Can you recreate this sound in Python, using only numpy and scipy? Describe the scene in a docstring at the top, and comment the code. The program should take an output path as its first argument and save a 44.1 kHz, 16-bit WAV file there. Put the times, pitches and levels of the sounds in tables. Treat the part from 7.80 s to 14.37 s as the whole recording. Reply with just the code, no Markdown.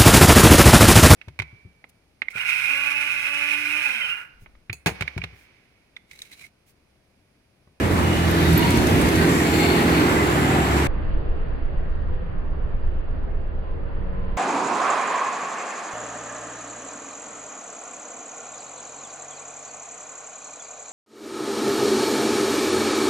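"""Scooters ride past close by on a street: exhaust drones made of firing harmonics, over roar of shaped noise.
Filtered noise makes casing clatter and ticks, short falling tones make brake squeaks, blurred tones whine.
Then a cut to a quieter spot: a big engine idles nearby over dull, distant traffic and another draws near.
Two spaced microphone ports pick it up; most of it arrives at the left port first."""
import sys
import numpy as np
from scipy import signal
from scipy.fft import rfft, irfft, next_fast_len
from scipy.io import wavfile

SR = 44100
rng = np.random.default_rng(int(sys.argv[2]) if len(sys.argv) > 2 else 0)


def decibels_to_gain(level_db):
    """Convert a level in decibels to a linear amplitude gain (20 dB per decade)."""
    exponent = np.asarray(level_db, float) / 20
    return 10 ** exponent


def master_out(mix):
    """Clip the mix to full scale and print it as 16-bit PCM to the path in sys.argv[1]."""
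    frames = np.transpose(np.atleast_2d(mix))
    ceiling = np.clip(frames, -1, 1)
    pcm = np.round(ceiling * 32767).astype(np.int16)
    wavfile.write(sys.argv[1], SR, pcm)


N = 289737

CUT_S = 3.0715   # change of place, from the street to the quieter spot
# second scooter, heard by its exhaust and its clatter: speed [t/s, f/cycles per s], exhaust [t/s, level/dB]
CLATTERING_SCOOTER = ([(1.0, 45.0), (1.4, 44.8), (1.7, 44.3), (2.0, 43.7), (2.6, 43.5), (3.07, 43.2)],
                      [(.9, -30), (1.2, -26), (1.6, -23.5), (2.1, -21), (2.5, -26), (2.8, -25),
                      (3.07, -30)])


def rms_one(x):
    """Scale to rms 1."""
    return x / np.sqrt(np.mean(x ** 2) + 1e-20)


def in_time(rows):
    """Columns of a curve at every sample."""
    s, *columns = np.transpose(rows)
    return [np.interp(np.arange(N) / SR, s, c) for c in columns]


def at_hz(points, hz, order=1):
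    """One column of a table over log frequency."""
    points = np.array(points)
    return np.interp(np.log(hz), np.log(points[:, 0]), points[:, order])


def drift(rate_hz):
    """Slow chance of spread 1: noise at every 40th sample through a double one-pole."""
    r = np.exp(-2 * np.pi * rate_hz * 40 / SR)
    white = rng.standard_normal(N // 40 + 1002)
    slow = signal.lfilter([1], [1, -2 * r, r * r], white)[1000:]
    return np.interp(np.arange(N) / 40, np.arange(len(slow)), rms_one(slow))


def noise_blur(white, width_hz):
    """Low-pass complex noise so that, carried on a tone, it makes a band of the given width."""
    return signal.sosfilt(signal.butter(2, width_hz / 2, fs=SR, output="sos"), white)


def resonate(x, hz, width_hz):
    """Two-pole resonance, gain 1 on top."""
    r = np.exp(-np.pi * width_hz / SR)
    top_gain = (1 - r * r) / 2
    return signal.lfilter(np.array([1, 0, -1]) * top_gain,
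                          [1, -2 * r * np.cos(2 * np.pi * hz / SR), r * r], x)


def ports(x, lead_ms, pan_db):
    """A single source reaches the left port first; pan_db is left over right."""
    late = np.interp(np.arange(N) - lead_ms * SR / 1000, np.arange(N), x)
    return np.array([x * decibels_to_gain(pan_db / 2), late * decibels_to_gain(-pan_db / 2)])


def cycles(run):
    """Crank cycles counted since the start, and the exhaust gain faded at both ends of the run."""
    speed, level = run
    t = np.arange(N) / SR
    since_start = t - level[0][0] + .03
    until_end = level[-1][0] + .03 - t
    fade = np.clip(np.minimum(since_start, until_end) / .05, 0, 1)
    return np.cumsum(in_time(speed)[0]) / SR, fade * decibels_to_gain(in_time(level)[0])


def exhaust(run, note, waver_db, waver_rad, waver_hz, first=0):
    """Each firing is a pressure dip: multiples of the cycle, wavering as firings and echoes vary."""
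    throb_db, throb_hz = 1.2, 18   # firings differ in strength
    count, gain = cycles(run)
    out = 0
    for k, db in note:
        smear = rng.uniform(0, 2 * np.pi) * (k > 4)   # the pipe scatters the timing of the upper multiples
        phase = 2 * np.pi * k * (count - first) + smear + waver_rad * drift(waver_hz)
        out = out - decibels_to_gain(db + waver_db * drift(waver_hz)) * np.cos(phase)
    return gain * rms_one(out * decibels_to_gain(throb_db * drift(throb_hz)))


def scooters():
    """Four small engines pass close to the ports, each a run of speed and level with its own exhaust note."""
    # other scooters' runs: speed [t/s, f/cycles per s], exhaust [t/s, level/dB]
    run_1, run_3, run_4 = ([(0, 43.4), (.25, 43.1), (.5, 42.2), (.75, 42.3), (.95, 43.5)], [(0, -25),
                           (.25, -24), (.6, -21.5), (.8, -26), (.95, -32)]), ([(1.6, 36.1), (2.0, 35.6), (2.3, 34.8), (2.6, 34.7),
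                                              (3.07, 34.3)], [(1.55, -34), (2.0, -33), (2.4, -28),
                                              (2.7, -27), (3.07, -23.5)]), ([(.6, 40.0), (1.1, 39.6), (1.4, 40.4),
                                                                 (1.7, 40.3), (2.0, 41.1), (2.3, 41.1),
                                                                 (2.6, 40.5), (3.07, 39.9)], [(.6, -28),
                                                                 (.75, -23), (1.1, -24), (1.45, -20),
                                                                 (1.75, -25), (2.05, -23), (2.4, -29),
                                                                 (3.07, -32)])
    # exhaust notes: [multiple of the cycle, relative level/dB]
    note_1, note_2 = [(2, 1), (3, -5.5), (4, -0.5), (5, -7.5), (6, -10.5), (7, -7.5), (8, -2.5)], [(2, -6.5), (4, -5.5), (5, -4), (6, -3.5), (7, -0.5), (8, 0), (9, -1),
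                                      (10, -8), (11, -13.5), (13, -15)]
    note_3, note_4 = [(2, -1.5), (3, -8), (4, -2.5), (6, -15.5), (7, -9.5)], [(2, -2.5), (3, -5), (4, 1), (6, -4.5), (7, -5), (8, -8)]
    out = ports(exhaust(run_1, note_1, 2.0, 0.53, 2.0), lead_ms=0.085, pan_db=-1.5)
    out += ports(exhaust(CLATTERING_SCOOTER, note_2, 2.0, .6, 3.0), lead_ms=.12, pan_db=-2.5)
    out += ports(exhaust(run_3, note_3, 1.79, 0.65, 1.5), lead_ms=0.09, pan_db=1.5)
    out += ports(exhaust(run_4, note_4, 2.5, .5, 2.4), lead_ms=0.14, pan_db=-2.0)
    return out


def clatter():
    """Valve and chain noise puffs once a cycle and rings in the casing, a band around a moving centre."""
    # casing clatter, its colour shifting as the scooter turns: [t/s, level/dB, resonance f/Hz]
    casing = [(1.45, -47.5, 7500), (1.56, -39, 7400), (1.68, -42.5, 7400), (1.79, -38.5, 7400),
              (1.95, -47.5, 7570), (2.15, -46.5, 7680), (2.33, -42, 7830), (2.47, -45.5, 7250),
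              (2.68, -43, 7500), (2.8, -41.5, 7590), (3.07, -47, 7700)]
    width_hz, wander_hz = 600, 80
    count, _ = cycles(CLATTERING_SCOOTER)
    level_db, hz = in_time(casing)
    a, b = rng.standard_normal((2, 2, N))
    puff_shape = .6 + np.exp(-4.0 * (count % 1))
    puffs = (a + 1j * b) * puff_shape * decibels_to_gain(1.0 * drift(12))
    carrier = np.exp(2j * np.pi * np.cumsum(hz + wander_hz * drift(5.4)) / SR)
    rung = noise_blur(puffs, width_hz) * carrier
    fade_in = np.clip((np.arange(N) / SR - 1.2) / .3, 0, 1)
    return rms_one(rung.real) * decibels_to_gain(level_db) * fade_in


def ticks():
    """Short bursts of noise around the pitch of a loose part."""
    # loose parts ticking: [t/s, level/dB of the burst before it is narrowed by its resonance]
    taps = [(0.7302, -21), (0.9057, -19.5), (0.972, -21.5), (1.0698, -19.5), (1.2141, -21), (1.287, -22),
            (1.3578, -22)]
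    centre_hz, spread, width_hz, decay_s = 7400, 0.21, 5800, 0.0047   # spread in log pitch
    out, size = np.zeros((2, N)), 600
    pitches = centre_hz * np.exp(spread * rng.standard_normal(len(taps)))
    decay = np.exp(-np.arange(size) / (decay_s * SR))
    for (s, db), hz, burst in zip(taps, pitches, rng.standard_normal((len(taps), 2, size))):
        at = round(s * SR)
        out[:, at:at + size] += decibels_to_gain(db) * resonate(burst * decay, hz, width_hz)
    return out


def squeaks():
    """A brake pad slips for a few ms on a high, slightly falling tone."""
    # brake squeaks and one lower chirp: [centre t/s, peak level/dB, f/Hz, length/s]
    slips = [(.514, -24, 11600, .006), (0.779, -17, 11930, .012), (.7945, -25.5, 12110, .007),
             (.829, -24, 2860, .012)]
    out, t = np.zeros(N), np.arange(N) / SR
    for s, db, hz, length in slips:
        shape = np.cos(np.pi * np.clip((t - s) / length, -.5, .5))
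        out += decibels_to_gain(db) * shape * np.sin(2 * np.pi * hz * (t - s) * (1 - .8 * (t - s)))
    return out


def swells():
    """Whines, strays and ringing bodywork: rows (centre t/s, length/s, f/Hz, width/Hz, level/dB, pan/dB)."""
    # whines as gears, belts and tyres go by: [centre t/s, length/s, f/Hz, level/dB, left-right/dB]
    known = [(0.36, 0.38, 2900, -40.5, -10), (0.74, 0.44, 1960, -37, -2), (0.68, 0.45, 3730, -42.5, -6),
             (0.872, 0.4, 952, -32, -1.5), (0.902, 0.36, 2210, -38, 5.5), (1.42, 0.14, 1540, -32.5, -5),
             (1.496, 0.49, 1882, -33.5, -2.5), (1.636, 0.3, 2250, -35.5, -1), (1.82, 0.33, 2170, -33.5, 3),
             (1.97, 0.15, 1850, -36, 2), (1.797, 0.8, 695, -36, -1.5), (1.9, 1.1, 822, -35, -1.5),
             (2.38, 0.32, 2045, -33, 0.5), (2.65, 0.32, 2024, -35, -1), (2.753, 0.72, 773, -33.5, -3),
             (3.298, 0.45, 309.4, -44.5, -4), (3.57, 0.4, 441, -43.5, -0.5), (4.15, 0.7, 1880, -59, -0.5),
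             (4.5, 1.0, 169, -45, 1.5), (4.35, 0.39, 500, -46, 4.5)]
    # bodywork rings up as a scooter goes by: [centre t/s, length/s, level/dB, left-right/dB]
    passes = [(0.882, 0.5, -41.5, 4.5), (1.429, .25, -43, 3.5), (1.85, .45, -38.5, 7.5),
              (2.168, 0.33, -41.5, -0.5)]
    # what the bodywork rings with: [f/Hz, width/Hz, relative level/dB]
    body = [(2250, 450, 1.5), (2826, 300, -1.5), (3576, 248.5, -3.5), (4325, 420, 1.5), (12060, 1300, -11)]
    least_width_hz, width_share = 20, .03   # a whine's width grows with this share of its pitch
    # fainter strays, anywhere before the cut
    stray_count, stray_db, stray_s, (low_hz, high_hz) = 5, -42, .35, (1600, 2500)
    stray = [(stray_s + a * (CUT_S - 2 * stray_s), stray_s, low_hz * (high_hz / low_hz) ** b, stray_db, 6 * c - 4)
             for a, b, c in rng.random((stray_count, 3))]
    rows = [(s, length, hz, least_width_hz + width_share * hz, db, pan)
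            for s, length, hz, db, pan in known + stray]
    ringing = [(s, length, hz, width, db + own, pan)
               for s, length, db, pan in passes for hz, width, own in body]
    return rows + ringing


def whines(fall=0.019):
    """Each whine is a tone blurred by noise to its width; passing motion lets the pitch sink."""
    roughness_db, roughness_hz = 2.5, 35   # random roughness of level, shared by all whines
    out, roughness = np.zeros((2, N)), decibels_to_gain(roughness_db * drift(roughness_hz))
    for s, length, hz, width_hz, db, pan_db in swells():
        span = slice(round((s - length / 2) * SR), min(round((s + length / 2) * SR), N))
        t = np.arange(span.start, span.stop) / SR - s
        white = rng.standard_normal((2, 3, len(t) + 4000))
        blur = noise_blur(white[0] + 1j * white[1], width_hz)[:, 4000:]
        blur = 0.58 * blur[0] + blur[1:]   # the ports share a part
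        blur = blur / np.std(blur) + 10 / width_hz   # the narrower, the steadier
        tone = (blur * np.exp(2j * np.pi * hz * t * (1 - fall * t / 2))).real
        gain = decibels_to_gain(db + pan_db * np.array([[.5], [-.5]]))
        out[:, span] += gain * rms_one(tone * roughness[span]) * np.cos(np.pi * t / length)
    return out


def idling_engine():
    """A big engine nearby fires at a steady slow idle and swells twice."""
    # exhaust of the idling engine: [t/s, level/dB]
    level = [(3.07, -28), (3.8, -23), (4.4, -26.5), (5.15, -23), (5.7, -27), (6.57, -30)]
    # its note: [multiple of the cycle, relative level/dB]
    note = [(2, 1), (3, -2), (4, -10.5), (5, -6.5), (7, -12.5), (8, -15.5), (9, -7.5)]
    idle_per_s, first = 8.27, .906   # cycles per s, and where in the cycle it fires
    sound = exhaust(([(0, idle_per_s)], level), note, 1.2, 0.15, 0.94, first=first)
    return ports(sound, lead_ms=1.6, pan_db=-1.5)


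def nearing_engine():
    """Another engine draws near: its exhaust note, a late boom and a thin whine, all on one crank."""
    # speed [t/s, f/cycles per s], exhaust [t/s, level/dB]
    run = ([(5.7, 46.7), (6.0, 46.4), (6.3, 46.3)], [(5.8, -54), (6.0, -47), (6.6, -45)])
    # its note: [multiple of the cycle, relative level/dB]
    note = [(6, -9), (10, 0), (12, -2), (20, -13)]
    # 4th multiple, booming in late: [t/s, level/dB]
    boom = [(6.16, -52), (6.24, -42), (6.6, -42)]
    # thin whine on the 22nd multiple, first a blip, then held: [t/s, level/dB]
    thin_whine = [(5.84, -52), (5.89, -46), (5.95, -64), (6.28, -68), (6.34, -49), (6.6, -47.5)]
    speed = run[0]
    sound = exhaust(run, note, 2.5, .8, 6.0)
    sound = sound + exhaust((speed, boom), [(4, 0)], 1.0, .4, 4.0)
    sound = sound + exhaust((speed, thin_whine), [(22, 0)], 1.0, .4, 4.0)
    return ports(sound, lead_ms=.3, pan_db=-.7)


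def traffic(levels, colour, port, layer_hz, span, patchy_db):
    """Many vehicles blur into noise: half-octave bands that swell with their layer and flicker on their own."""
    size = next_fast_len(span.stop - span.start)
    hz = np.arange(size // 2 + 1) * SR / size + 1e-3
    shared, left, right = rfft(rng.standard_normal((3, size)))
    alike = np.clip(at_hz(port, hz), 0, 1)
    late = np.exp(-2j * np.pi * hz * at_hz(port, hz, order=2) / 1000)
    pan = decibels_to_gain(at_hz(port, hz, order=3) / 2)
    left_port = pan * (np.sqrt(alike) * shared + np.sqrt(1 - alike) * left)
    right_port = (np.sqrt(alike) * shared * late + np.sqrt(1 - alike) * right) / pan
    pair = np.array([left_port, right_port]) * decibels_to_gain(at_hz(colour, hz))
    level = np.array(in_time(levels))[:, span]
    swell = level - level.mean(axis=1, keepdims=True)
    out, together = 0, drift(21)[span]
    for centre in np.arange(3, 14.1, .5):   # log2 of Hz
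        band = np.clip(1 - 2 * np.abs(np.log2(hz) - centre), 0, 1)   # triangles that add up to 1
        mix = [np.interp(centre, np.log2(layer_hz), row) for row in np.eye(3)]
        gain_db = mix @ swell + patchy_db * (.5 * together + drift(2.45)[span])
        out = out + decibels_to_gain(gain_db) * irfft(pair * band, size)[:, :swell.shape[1]]
    full = np.zeros((2, N))
    full[:, span] = decibels_to_gain(level[0].mean()) * rms_one(out)   # the lowest layer's mean sets the whole level
    return full


def near_traffic():
    """Close street bed: rumble, tyre roar and hiss, each layer with its own swell."""
    # layer curves: [t/s, rumble level/dB, tyre roar level/dB, hiss level/dB], the last two for their swell only
    layers = [(0, -16.5, -30.5, -42), (0.7, -16.5, -28.5, -35), (1.15, -14, -29, -36),
              (1.75, -22, -28, -35), (2.25, -20, -26, -38), (3.07, -22, -28, -39.5)]
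    # colour of the street: [f/Hz, relative level/dB per Hz]
    colour = [(8.8, -60), (15, -33), (24, -27.5), (43, -14), (56, -13.5), (74, -4), (163, -6.5), (194, -7),
              (300, -2.5), (569, -12), (1050, -13), (2110, -16), (5350, -30.5), (12100, -34.5),
              (15700, -40.5)]
    # what the ports hear: [f/Hz, left-right likeness 0-1, left lead/ms, left-right/dB]
    spacing = [(40.2, 0.8, 0.19, -12), (157, 1, 0.27, 1.5), (348, 0.64, 0.1096, -3.5), (702, 0.52, 0.15, 0),
               (1225, 0.46, 0.45, -1.5), (3060, 0.32, .47, 1.3), (9000, 0, 0.504, -2.5)]
    span = slice(0, round(CUT_S * SR) + 200)
    return traffic(layers, colour, spacing, layer_hz=(200, 1400, 8000), span=span, patchy_db=1.0) * decibels_to_gain(-2.0)


def far_levels():
    """Each band settles after the cut; near the end lows and highs rise while the middle slips a little."""
    settled_db, excess_db, settle_s = (-33.5, -44.5, -55), (4, 4, 7.5), 0.8
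    return_s, return_db_per_s = 6.03, (1, -0.3, 5)   # as the other engine nears
    s = np.linspace(CUT_S, N / SR, 30)[:, None]
    db = settled_db + np.exp((CUT_S - s) / settle_s) * excess_db
    db = db + np.maximum(s - return_s, 0) * return_db_per_s
    return np.hstack([s, db])


def far_traffic():
    """Distant vehicles as dull noise with little treble, loosely alike at the two ports."""
    # colour at a distance: [f/Hz, relative level/dB per Hz]
    colour = [(5.9, -37.5), (10, -2.5), (23, -4), (42, -6), (56, -7.5), (257, -23), (481, -24.5),
              (878, -32.5), (1830, -38.5), (2250, -46), (2780, -46), (3800, -58), (4810, -59.5),
              (5200, -78.5), (6760, -110), (11400, -120)]
    # what the ports hear: [f/Hz, left-right likeness 0-1, left lead/ms, left-right/dB]
    spacing = [(30, 0.6, 1.1, -1), (110, 0.7, 0.32, -1.5), (249, 0.23, 1.8, -1.5), (500, 0.1, 1.76, -4.5),
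               (1300, 0.17, 1.74, -0.3), (3500, 0.04, 1.8, -3)]
    span = slice(round(CUT_S * SR) - 200, N)
    return traffic(far_levels(), colour, spacing, layer_hz=(80, 450, 2200), span=span, patchy_db=1.0) * decibels_to_gain(4.0)


def scene():
    """Near street up to the cut, quiet spot after it."""
    near = scooters() + clatter() + ticks()
    near += ports(squeaks(), lead_ms=.314, pan_db=-4.0)
    near += near_traffic()
    far = idling_engine() + nearing_engine() + far_traffic()
    splice = np.clip((np.arange(N) - round(CUT_S * SR)) / 100 + .5, 0, 1)
    return near * (1 - splice) + far * splice + whines()


def roll_off(x):
    """The treble ends steeply here."""
    return signal.sosfilt(signal.butter(12, 15840, fs=SR, output="sos"), x)


def record(dry):
    """Peaks are rounded by a soft limit, then the top is cut."""
    rounded = 1.257 * np.tanh(dry / 1.13)
    top_cut = signal.ellip(8, .2, 60, 15900, fs=SR, output="sos")
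    return roll_off(signal.sosfilt(top_cut, rounded))


dry = scene()
out = record(dry)
master_out(out)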